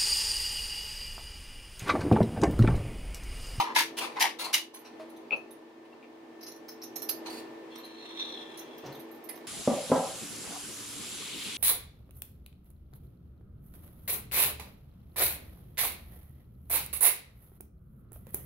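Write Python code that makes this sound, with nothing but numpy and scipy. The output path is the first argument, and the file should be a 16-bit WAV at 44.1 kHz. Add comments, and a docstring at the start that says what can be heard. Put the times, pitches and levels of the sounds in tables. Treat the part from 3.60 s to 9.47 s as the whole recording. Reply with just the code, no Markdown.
"""At a table in a small quiet room, scissors cut a shape out of folded paper.
Cuts are showers of fibre fractures that also drum on the sheet; sliding blades scrape by friction.
Faint bright snips trim the cut-out, a squeak is stick-slip, and paper drags along a blade as it is turned.
The blades snap shut, a soft knock and a low noisy puff sound; an appliance hums and rushes behind,
sinking after loud cuts.
"""
import sys
import numpy as np
from scipy import signal
from scipy.fft import rfft, irfft, next_fast_len
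from scipy.io import wavfile
from scipy.ndimage import uniform_filter1d

SR = 44100
rng = np.random.default_rng(int(sys.argv[2]) if len(sys.argv) > 2 else 0)


def generate_wav(signal):
    """Clip the signal to [-1, 1] and save it as 16-bit WAV at the path in sys.argv[1]."""
    frames = np.transpose(np.atleast_2d(signal))
    scaled = np.clip(frames, -1, 1) * 32767
    pcm = np.round(scaled).astype(np.int16)
    wavfile.write(sys.argv[1], SR, pcm)


N = 258867

# Event levels are rms at full pressure, before reflections; pan_db is left over right.
# Spectra have only relative level: each coloured sound is brought to unit rms.

# appliance rush: frequency_hz, density_db (per Hz)
RUSH_SPECTRUM = [(25, -49), (90, -35), (150, -25), (190, -30), (230, -16), (330, -12), (500, -15.5),
                 (650, -19), (920, -19), (1400, -30), (2000, -29), (4900, -40.5), (7500, -48.5),
                 (15700, -56)]
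# rise and fall of rush and hum, relative to its own median: time_s, level_db
BACKGROUND_SWELL = [(0.0, -45.5), (0.75, -48), (0.93, -55), (1.16, -53.5), (1.37, -48.5), (1.7, -49.5),
                    (2.17, -52.5), (3.24, -49), (3.69, -43.5), (4.38, -50), (4.74, -46.5), (5.87, -48)]
# hum lines, before waver and swell: frequency_hz, level_db (rms)
HUM_LINES = [(237, -63), (329.5, -52.5), (386, -64), (439.5, -60.5), (634, -69.5), (1781, -68)]
# likeness of the two sides of the rush: frequency_hz, coherence (0 to 1)
SIDE_COHERENCE = [(60, 0.77), (200, 0.99), (400, 0.57), (800, 0.26), (2000, 0.048), (6000, 0.059),
                  (14000, 0.13)]
# decay of the room: frequency_hz, t60_s
ROOM_DECAY = [(250, 0.18), (1000, 0.19), (3000, 0.26), (7000, 0.21), (14000, 0.17)]
# blades closing through the sheet: start_s, length_s, crunch_db, sheet_db, sheet_hz,
# tilt_db (per octave), fold_hz
CUT_EVENTS = [(-0.004, 0.015, -25, -19, 942, 0, 2600), (0.041, 0.085, -40, -35, 973, -4, 1150),
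              (0.156, 0.026, -18.5, -25, 990, 0.5, 1500), (0.183, 0.024, -21, -31.5, 990, 2, 1850),
              (0.564, 0.024, -33.5, -32.5, 980, -5, 1400), (0.603, 0.024, -18.5, -26.5, 944, 3, 2200),
              (0.638, 0.02, -25, -23, 910, -1, 1850), (0.936, 0.0099, -17.5, -35, 950, 4, 2750)]
# snapping fibres: frequency_hz, density_db (per Hz)
CRUNCH_SPECTRUM = [(60, -49), (250, -35), (550, -6), (900, -6.5), (1400, -3.5), (2000, 0.5), (2900, -6.5),
                   (4000, -5), (5800, -8), (7600, -16.5), (10500, -14), (13000, -20), (16000, -30)]
# blade sliding on blade and paper: start_s, length_s, level_db, tilt_db (per octave), rasp_hz,
# pan_db, catch_db (spread of the catching)
SLIDE_EVENTS = [(0.365, 0.031, -30.5, 3, 2970, -0.5, 3.3), (0.404, 0.047, -33, 1, 2500, 3, 0),
                (0.784, 0.041, -32.5, 3, 4000, 3, 0.5), (0.835, .022, -33, 3, 4140, 5, 0),
                (1.132, 0.041, -49, 1.5, 6100, -1, -3), (1.241, 0.033, -49, -0.5, 5670, -1, 0),
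                (2.241, 0.012, -58, -1.5, 2900, 1, 1.5), (3.651, 0.03, -41.5, 0.5, 4160, -3, 2),
                (3.69, 0.11, -45.5, 3.5, 4400, -2, 1), (4.149, 0.024, -48.5, 2, 5730, -3, 10),
                (5.685, 0.17, -58, 0.5, 1890, -7, 5)]
# sliding friction: frequency_hz, density_db (per Hz)
SLIDE_SPECTRUM = [(60, -45), (250, -4), (600, 4.5), (1000, 10.5), (1600, -1.5), (2500, 3), (3200, -1.5),
                  (4200, 0.5), (6000, -8.5), (7600, -11.5), (10300, -9), (13000, -20), (16000, -20.5)]
# blades snapping shut: start_s, level_db (of the crack), ring (ratio to the crack)
CLACK_EVENTS = [(0.9416, -17, 1.05), (0.951, -28, .8), (3.4904, -30.5, 0.09), (5.69, -44, .1)]
# crack of the closing blades: frequency_hz, density_db (per Hz)
CLACK_SPECTRUM = [(400, -28), (1000, -9), (3000, 7.5), (6000, 4), (8000, -13), (11000, -4.5), (16000, -9)]
# tips nibbling the cut-out: start_s, tip_db, blade_db, pan_db (of the tick), blade_hz, tick_hz
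SNIP_EVENTS = [(1.142, -47, -67, -2, 6200, 10300), (1.188, -58.5, -81, -7, 6000, 12000),
               (1.494, -60.5, -67, -3, 4200, 10000), (1.563, -63, -60, -2, 3770, 10100),
               (1.759, -63, -62, -4, 5900, 10100), (1.907, -55, -63, -7.5, 3940, 10100),
               (2.808, -67, -51.5, -11, 5530, 11500), (2.828, -58.5, -46, -16, 5240, 12700),
               (2.862, -58.5, -46.5, -15, 5260, 11000), (2.879, -58, -46.5, -16, 5870, 10900),
               (2.914, -61, -51.5, -11, 5930, 13000), (2.956, -64, -58, -7, 5900, 11100),
               (3.082, -51, -44, -4, 5400, 14900), (3.113, -59, -58, -1, 5630, 14100),
               (3.216, -58, -45, -7, 5400, 12400), (3.232, -52.5, -46, -14.5, 5930, 12200),
               (3.357, -39.5, -39, -7, 5930, 12200), (3.419, -38, -41, -5.5, 5800, 12400),
               (3.488, -29.5, -34, -4, 5030, 12100), (3.659, -66, -43.5, -1, 4300, 12000),
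               (4.179, -58, -69, -11, 5700, 12900), (4.245, -56.5, -53, -3, 4200, 10300),
               (4.972, -50, -51, -4, 5830, 10000), (4.986, -45, -49, 3, 6000, 14300),
               (5.177, -61, -58, -10, 5540, 14470), (5.258, -63, -52, -7, 5630, 15000),
               (5.32, -60, -55, -8, 4400, 14800), (5.346, -59, -53.5, -8, 3730, 12900),
               (5.394, -53.5, -57.5, -9, 4460, 12200), (5.512, -59, -68, -9, 4500, 12800),
               (5.545, -61, -70, -6, 4500, 12900), (5.638, -52.5, -66, -7, 5900, 12500),
               (5.688, -39.5, -51, -3.5, 4800, 10750), (5.755, -57.5, -60, -12, 5430, 13300)]
# tick at the tips: frequency_hz, density_db (per Hz)
TIP_SPECTRUM = [(3000, -44), (7500, -13), (9500, -3.5), (11000, 3), (12800, -1), (14000, 1), (16000, -15)]
# body of the blade ring: frequency_hz, density_db (per Hz)
BLADE_SPECTRUM = [(80, -52), (300, -14), (1000, -7.5), (2000, -10), (2800, -12.5), (3600, -13), (4200, 1.5),
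                  (5200, -29.5), (6200, 4), (7300, -64), (10000, -42)]
# rubbing and sticking: start_s, length_s, pitch_hz, squeak_db, rub_db, grit (ratio to the tone)
SQUEAK_EVENTS = [(1.707, 0.0027, 2486, -25, -37, .1), (1.72, 0.016, 2581, -23, -42.5, 0.063),
                 (2.322, 0.013, 2700, -61, -55, 0.92), (2.424, 0.023, 2363, -57.5, -63, 1.1),
                 (5.686, 0.032, 2014, -50.5, -56, .7)]
# dull rub under a squeak: frequency_hz, density_db (per Hz)
RUB_SPECTRUM = [(60, -47), (130, -13.5), (230, 3.5), (550, 9.5), (1200, 1), (1800, -14.5), (3300, -38),
                (4300, -10.5), (5500, -35), (12000, -45)]
# turn of the dragging cut-out, before judder: time_s, upper_db, lower_db, lower_hz
DRAG_COURSE = [(4.071, -95, -88, 3300), (4.13, -61, -57.5, 3400), (4.18, -62, -55, 3780),
               (4.228, -62, -66, 3800), (4.243, -50, -67, 3800), (4.32, -59.5, -61, 3750),
               (4.41, -51.5, -56, 3750), (4.555, -59, -48.5, 3680), (4.583, -56, -45, 3650),
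               (4.594, -44, -32.5, 3660), (4.645, -49, -43, 3700), (4.70, -51, -43.5, 3680),
               (4.754, -50, -41, 3630), (4.81, -53, -43.5, 3470), (4.835, -59, -51.5, 3500),
               (4.95, -62, -58.5, 3450), (5.22, -76, -63.5, 3450), (5.5, -88, -79, 3450)]
# rasp of the drag: frequency_hz, density_db (per Hz)
DRAG_SPECTRUM = [(100, -55), (900, 3.5), (1700, -1), (2550, 2.5), (3200, 3), (4150, -11), (4750, -20),
                 (5700, -5), (6600, -16), (9000, -16), (15000, -31)]
# soft noisy puff: frequency_hz, density_db (per Hz)
PUFF_SPECTRUM = [(30, -27), (90, -19), (140, 1), (200, -12), (450, -0.5), (620, -9), (820, -7.5),
                 (1500, -20), (3000, -24), (6000, -32), (12000, -54)]

# scatter off table and hands: (level over the direct sound dB, t60 s)
CUT_SCATTER, SNIP_SCATTER, SQUEAK_SCATTER = (4.6, 0.014), (3.3, 0.021), (-0.5, 0.13)
# wall tails over the direct sound
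CUT_ROOM_DB, SNIP_ROOM_DB, SQUEAK_ROOM_DB = -7, -0.5, -12.5
CUTOFF_HZ = 15780
RUSH_DB = -50.0
# every cut: the edges graze the paper, bite, then run out; levels are relative to the bite
GRAZE_S, GRAZE_DB = 0.011, -10
BITE_RISE_S, BITE_FALL_S, BITE_FADE_DB = 0.006, 0.017, -3.5
RUN_OUT_DB, RUN_OUT_FALL_S = -5.5, 0.025
# the fold colours the crunch with a broad resonance; fibres give way in bunches
FOLD_SHARE, FOLD_WIDTH_HZ = 0.37, 2140
BUNCH_DB, BUNCHES_PER_S = 2.4, 550
RASP_WIDTH_HZ, RASP_SHARE = 830, 0.37
SLIDE_RISE_S, SLIDE_FADE_DB = 0.013, -1.5
# every slide trails off in a duller rub, its level relative to the slide
TRAIL_DB, TRAIL_FALL_S, TRAIL_TILT_DB = -9.5, 0.079, -2
CLACK_LENGTH_S, CLACK_RING_HZ, CLACK_WIDTH_HZ = 0.0017, 2900, 290
# the stiff little cut-out gives each tick a resonance
TICK_SHARE, TICK_WIDTH_HZ = 0.93, 2000
# the two blades ring a little apart, this share either side of the ring pitch
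BLADE_SPLIT, RING_WIDTH_HZ, RING_SHARE = 0.061, 780, 1.3
KNOCK_S, KNOCK_HZ, KNOCK_DB = 1.393, 635, -42.5
KNOCK_RISE_S, KNOCK_HOLD_S, KNOCK_FALL_S = 0.0069, 0.024, 0.031
# a squeak is unsteady in pitch (as a share of it) and in level
SQUEAK_JITTER, JITTERS_PER_S = 0.03, 900
SQUEAK_SHUDDER_DB, SHUDDERS_PER_S = 2.0, 330
SQUEAK_WIDTH_HZ, GRIT_WIDTH_HZ = 560, 950
# the upper drag resonance sinks, the lower one carries an overtone, both waver
DRAG_UPPER_HZ, DRAG_SAG_HZ_PER_S, DRAG_WAVER_HZ = 4180, 240, 60.2
DRAG_UPPER_WIDTH_HZ, DRAG_LOWER_WIDTH_HZ = 380, 540
DRAG_OVERTONE_RATIO, DRAG_OVERTONE_DB = 1.55, -19.5
DRAG_RASP_DB, JUDDER_DB, JUDDERS_PER_S = 2.5, 2.5, 120
PUFF_S, PUFF_LENGTH_S, PUFF_DB = 5.225, 0.067, -43


def from_db(db):
    """Decibel law: amplitude gain grows tenfold every 20 dB."""
    return 10 ** (np.asarray(db) / 20)


def rms_one(x):
    """Normalisation: scale to unit rms."""
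    return x / np.sqrt(np.mean(x ** 2) + 1e-20)


def at_hz(points, hz):
    """Interpolation of a table on a log-frequency axis."""
    f, value = np.transpose(points)
    return np.interp(np.log(np.maximum(hz, 1)), np.log(f), value)


def bins(x):
    """Frequencies of the discrete spectrum of x, in Hz."""
    return np.fft.rfftfreq(x.shape[-1], 1 / SR)


def colour(x, spectrum, tilt_db=0):
    """Linear filtering: weight x by a spectrum, tilted per octave above 500 Hz; rms 1."""
    hz = np.maximum(bins(x), 1)
    weight_db = at_hz(spectrum, hz) + tilt_db * np.log2(np.maximum(hz, 500))
    return rms_one(np.fft.irfft(rfft(x) * from_db(weight_db), x.shape[-1]))


def resonate(x, hz, width_hz):
    """Damped oscillator: a pole pair whose radius sets the bandwidth."""
    r = np.exp(-np.pi * width_hz / SR)
    return signal.lfilter([1, 0, -1], [1, -2 * r * np.cos(2 * np.pi * hz / SR), r * r], x)


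def band(x, hz, width_hz):
    """Cascaded resonance: two equal oscillators give steep skirts; rms 1."""
    return rms_one(resonate(resonate(x, hz, width_hz), hz, width_hz))


def moving_resonance(hz, width_hz):
    """Narrow-band noise: a carrier following hz, with random slow quadratures; rms 1."""
    phase = 2 * np.pi * np.cumsum(hz) / SR
    return rms_one(drift(width_hz, N) * np.cos(phase) + drift(width_hz, N) * np.sin(phase))


def drift(rate, size):
    """Slow random fluctuation: straight lines between normal draws, rate of them per second."""
    steps = np.arange(size) * rate / SR
    return np.interp(steps, np.arange(size), rng.standard_normal(size))


def grains(per_s, spread_db, size=8192):
    """Shot noise: tiny impulses at random moments, with random signs and strengths."""
    born = rng.random(size) < per_s / SR
    sign = rng.choice([-1, 1], size)
    strength = from_db(spread_db * np.minimum(rng.exponential(1, size), 4))
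    return born * sign * strength


def stroke(length, rise, fall, fade_db=0, size=8192):
    """Pressure envelope: it builds, changes by fade_db over its length, then decays exponentially."""
    t, length = np.arange(size) / SR, max(length, 0.001)
    building = np.sin(np.pi / 2 * np.minimum(t / rise, 1)) ** 2
    holding = from_db(fade_db * np.minimum(t / length, 1))
    return building * holding * np.exp(-np.maximum(t - length, 0) / fall)


def pressed(sound, press, level_db):
    """Amplitude modulation by pressure, with the given rms level at full pressure."""
    return from_db(level_db) * rms_one(sound * press) * np.sqrt(np.mean(press ** 2))


def add(track, s, sound, pan_db=0):
    """Superposition: sum a sound into the stereo track at time s, panned by level difference."""
    start = round(s * SR)
    first, last = max(start, 0), min(start + sound.shape[-1], N)
    track[:, first:last] += sound[:, first - start:last - start] * from_db([[pan_db / 2], [-pan_db / 2]])


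def with_direct(echoes):
    """Interference: direct sound plus echoes ripple the spectrum but keep its broad balance."""
    size = echoes.shape[-1]
    ripple = 1 + rfft(echoes)
    broad_power = uniform_filter1d(np.abs(ripple) ** 2, size=size // 110, axis=1)
    ending = np.minimum(np.linspace(4, 0, size), 1) ** 2   # fades the last quarter
    return irfft(ripple / np.sqrt(broad_power)) * ending


def scatter(sound, near, size=8192):
    """Early reflection off table and hands: decaying echoes, new for each side and each call."""
    near_db, t60 = near
    decay = from_db(-60 * np.arange(size) / SR / t60)
    echoes = rms_one(rng.standard_normal((2, size)) * decay)
    response = with_direct(from_db(near_db) * echoes / np.sqrt(size))
    return signal.fftconvolve(sound[None], response, axes=1)


def room(x, tail_db, size=22050):
    """Reverberation: diffuse noise whose bands each decay exponentially at their own rate."""
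    t = np.arange(size) / SR
    white = rng.standard_normal((2, size))
    centres, tail = np.array(ROOM_DECAY)[:, 0], 0
    for hz, t60 in ROOM_DECAY:
        share = at_hz(np.c_[centres, centres == hz], bins(white))
        tail = tail + irfft(rfft(white) * share) * from_db(-60 * t / t60)
    tail = rms_one(tail * np.minimum(t / 0.00065, 1))
    response = with_direct(from_db(tail_db) * tail / np.sqrt(size))
    return signal.fftconvolve(x, response, axes=1)[:, :N]


def background():
    """Partial coherence: a two-sided rush and wavering hum, whose set level sinks after loud cuts."""
    level_db = np.interp(np.arange(N) / SR, *np.transpose(BACKGROUND_SWELL))
    swell = from_db(level_db - np.median(level_db))
    white = rng.standard_normal((2, next_fast_len(N, True)))
    mid, side = rfft(white)
    alike = np.clip(at_hz(SIDE_COHERENCE, bins(white)), 0, 1)
    both_sides = np.sqrt(1 + alike) * mid + np.sqrt(1 - alike) * side * [[1], [-1]]
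    rush = colour(irfft(both_sides), RUSH_SPECTRUM)[:, :N]
    hum = 0
    for hz, line_db in HUM_LINES:
        phase = 2 * np.pi * np.cumsum(hz + 1.49 * drift(12, N)) / SR
        hum = hum + np.sqrt(2) * from_db(line_db + 2.7 * drift(9, N)) * np.sin(phase)
    return swell * (from_db(RUSH_DB) * rush + hum)


def cuts():
    """Fracture noise: fibres snap in bunches, and the same jolts excite resonances of the sheet."""
    out = np.zeros((2, N))
    for s, length, crunch_db, sheet_db, sheet_hz, tilt_db, fold_hz in CUT_EVENTS:
        fibres = grains(per_s=7300, spread_db=2.5)
        fibres = fibres * from_db(BUNCH_DB * drift(BUNCHES_PER_S, len(fibres)))
        bite = stroke(length, BITE_RISE_S, BITE_FALL_S, BITE_FADE_DB)
        run_out = from_db(RUN_OUT_DB) * stroke(length, BITE_RISE_S, RUN_OUT_FALL_S)
        press = np.maximum(bite, run_out)
        fold = band(fibres, fold_hz, FOLD_WIDTH_HZ)
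        crunch = colour(fibres, CRUNCH_SPECTRUM, tilt_db) + FOLD_SHARE * fold
        crunch = pressed(crunch, press, crunch_db)
        drumming = rms_one(resonate(resonate(fibres, sheet_hz * 0.9, 230), sheet_hz * 0.99, 320))
        overtone = band(fibres, sheet_hz * 1.207, 187)
        sheet = pressed(drumming + 0.23 * overtone, bite, sheet_db)
        graze = colour(grains(per_s=5000, spread_db=-11.5), CRUNCH_SPECTRUM, tilt_db)
        graze = pressed(graze, stroke(GRAZE_S, GRAZE_S, BITE_FALL_S), crunch_db + GRAZE_DB)
        add(out, s - GRAZE_S, scatter(graze, CUT_SCATTER))
        add(out, s, scatter(crunch + sheet, CUT_SCATTER), pan_db=2.0)
    return out


def slides():
    """Sliding friction: asperities of steel and paper catch, rasp at one pitch and trail off dully."""
    out = np.zeros((2, N))
    for s, length, level_db, tilt_db, rasp_hz, pan_db, catch_db in SLIDE_EVENTS:
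        asperities = grains(per_s=9000, spread_db=0.5)
        asperities = asperities * from_db(catch_db * drift(185, len(asperities)))
        rasp = band(asperities, rasp_hz, RASP_WIDTH_HZ)
        press = stroke(length, rise=SLIDE_RISE_S, fall=0.016, fade_db=SLIDE_FADE_DB)
        scrape = colour(asperities, SLIDE_SPECTRUM, tilt_db) + RASP_SHARE * rasp
        scrape = pressed(scrape, press, level_db)
        trail = colour(grains(per_s=7000, spread_db=5.5), SLIDE_SPECTRUM, TRAIL_TILT_DB)
        trail_press = stroke(0.016, rise=0.0051, fall=TRAIL_FALL_S)
        trail = pressed(trail, trail_press, level_db + TRAIL_DB)
        add(out, s, scatter(scrape, CUT_SCATTER), pan_db)
        add(out, s + length, scatter(trail, CUT_SCATTER))
    return out


def closing():
    """Impact: the blades snap shut in a dry crack that excites a brief ring of the steel."""
    out = np.zeros((2, N))
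    for s, level_db, ring in CLACK_EVENTS:
        crack = colour(grains(per_s=12000, spread_db=8.5), CLACK_SPECTRUM)
        crack = pressed(crack, stroke(CLACK_LENGTH_S, rise=0.0003, fall=0.0008), level_db)
        steel = band(crack, CLACK_RING_HZ, CLACK_WIDTH_HZ) * crack.std()
        add(out, s, scatter(crack + ring * steel, SNIP_SCATTER))
    return out


def snips():
    """Impulse excitation: fibres snapping at the tips tick brightly and ring both blades briefly."""
    out = np.zeros((2, N))
    press = stroke(0.0083, rise=0.0016, fall=0.0055, fade_db=2.5)
    for s, tip_db, blade_db, pan_db, blade_hz, tick_hz in SNIP_EVENTS:
        fibres = grains(per_s=2200, spread_db=0.0)
        tick = colour(fibres, TIP_SPECTRUM) + TICK_SHARE * band(fibres, tick_hz, TICK_WIDTH_HZ)
        lower_blade = band(fibres, blade_hz * (1 - BLADE_SPLIT), RING_WIDTH_HZ)
        upper_blade = band(fibres, blade_hz * (1 + BLADE_SPLIT), RING_WIDTH_HZ)
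        blades = rms_one(lower_blade - upper_blade)
        ring = colour(fibres, BLADE_SPECTRUM) + RING_SHARE * blades
        add(out, s, scatter(pressed(tick, press, tip_db), SNIP_SCATTER), pan_db)
        add(out, s, scatter(pressed(ring, press, blade_db), SNIP_SCATTER), pan_db=-0.5)
    return out


def knock():
    """Single mode of vibration: a soft hollow knock as the hand turns the scissors over."""
    out = np.zeros((2, N))
    press = stroke(KNOCK_HOLD_S, KNOCK_RISE_S, KNOCK_FALL_S)
    note = np.sin(2 * np.pi * KNOCK_HZ * np.arange(len(press)) / SR)
    contact = colour(grains(per_s=4500, spread_db=-5.0), SLIDE_SPECTRUM, tilt_db=-2.0)
    add(out, KNOCK_S, pressed(note + 0.27 * contact, press, KNOCK_DB)[None])
    return out


def squeaks():
    """Stick-slip friction: an unsteady tone with grit, over a dull rub."""
    out = np.zeros((2, N))
    for s, length, hz, squeak_db, rub_db, grit in SQUEAK_EVENTS:
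        press = stroke(length, rise=0.002, fall=0.003)
        pitch_hz = hz * (1 + SQUEAK_JITTER * drift(JITTERS_PER_S, len(press)))
        shudder = from_db(SQUEAK_SHUDDER_DB * drift(SHUDDERS_PER_S, len(press)))
        tone = np.sin(2 * np.pi * np.cumsum(pitch_hz) / SR) * shudder
        gritty = band(grains(per_s=3900, spread_db=-6.0), hz, GRIT_WIDTH_HZ)
        squeak = band(tone, hz, SQUEAK_WIDTH_HZ) + grit * gritty
        rub = colour(grains(per_s=3200, spread_db=5.0), RUB_SPECTRUM)
        rub = pressed(rub, stroke(length, rise=0.0044, fall=0.042), rub_db)
        add(out, s, scatter(pressed(squeak, press, squeak_db), SQUEAK_SCATTER), pan_db=3.0)
        add(out, s, scatter(rub, SQUEAK_SCATTER))
    return out


def drag():
    """Friction-driven resonance: paper judders along steel, one resonance sinking, one following the turn."""
    t = np.arange(N) / SR
    s, *columns = np.transpose(DRAG_COURSE)
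    upper_db, lower_db, lower_hz = [np.interp(t, s, column) for column in columns]
    upper, lower = from_db(upper_db), from_db(lower_db)
    upper_hz = DRAG_UPPER_HZ - DRAG_SAG_HZ_PER_S * (t - s[0]) + DRAG_WAVER_HZ * drift(45, N)
    lower_hz = lower_hz + DRAG_WAVER_HZ * drift(45, N)
    overtone_hz = DRAG_OVERTONE_RATIO * lower_hz
    singing = upper * moving_resonance(upper_hz, DRAG_UPPER_WIDTH_HZ)
    singing = singing + lower * moving_resonance(lower_hz, DRAG_LOWER_WIDTH_HZ)
    overtone = moving_resonance(overtone_hz, DRAG_LOWER_WIDTH_HZ)
    singing = singing + lower * from_db(DRAG_OVERTONE_DB) * overtone
    slips = grains(per_s=2700, spread_db=3.0, size=next_fast_len(N, True))
    effort = np.hypot(upper, lower)
    # the rasp follows the effort with a compressed range
    rasp_level = from_db(DRAG_RASP_DB) * effort.mean() * (effort / effort.mean()) ** 0.42
    rasp = colour(slips, DRAG_SPECTRUM)[:N] * rasp_level
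    touching = (t > s[0]) * (t < s[-1])
    judder = from_db(JUDDER_DB * drift(JUDDERS_PER_S, N)) * touching
    return scatter((singing + rasp) * judder, CUT_SCATTER)[:, :N]


def puff():
    """Shaped noise: a soft, low, noisy puff that swells and dies away gradually."""
    out = np.zeros((2, N))
    noise = colour(grains(per_s=9000, spread_db=3.0), PUFF_SPECTRUM)
    envelope = stroke(PUFF_LENGTH_S, rise=0.025, fall=0.087)
    add(out, PUFF_S, pressed(noise, envelope, PUFF_DB)[None])
    return out


def scene():
    """Superposition: scissors and paper reverberate in the room, over the appliance."""
    cutting = room(cuts() + slides() + closing() + drag(), CUT_ROOM_DB)
    trimming = room(snips(), SNIP_ROOM_DB)
    rubbing = room(squeaks(), SQUEAK_ROOM_DB)
    return background() + cutting + trimming + knock() + rubbing + puff()


def record(dry):
    """Stereo balance and band limit: the right is brighter in the high treble; the cutoff is steep."""
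    hz = bins(dry)
    # left over right: (frequency Hz, level dB)
    balance = [(900, 0), (2000, 1.5), (4000, 0.5), (6500, 0.5), (9000, -2.0), (11500, -7.5), (14000, -9.5)]
    sides = from_db(np.outer([1, -1], at_hz(balance, hz) / 2))
    band_limit = 1 / np.sqrt(1 + (hz / CUTOFF_HZ) ** 400)
    return np.fft.irfft(rfft(dry) * band_limit * sides, N)


dry = scene()
out = record(dry)
generate_wav(out)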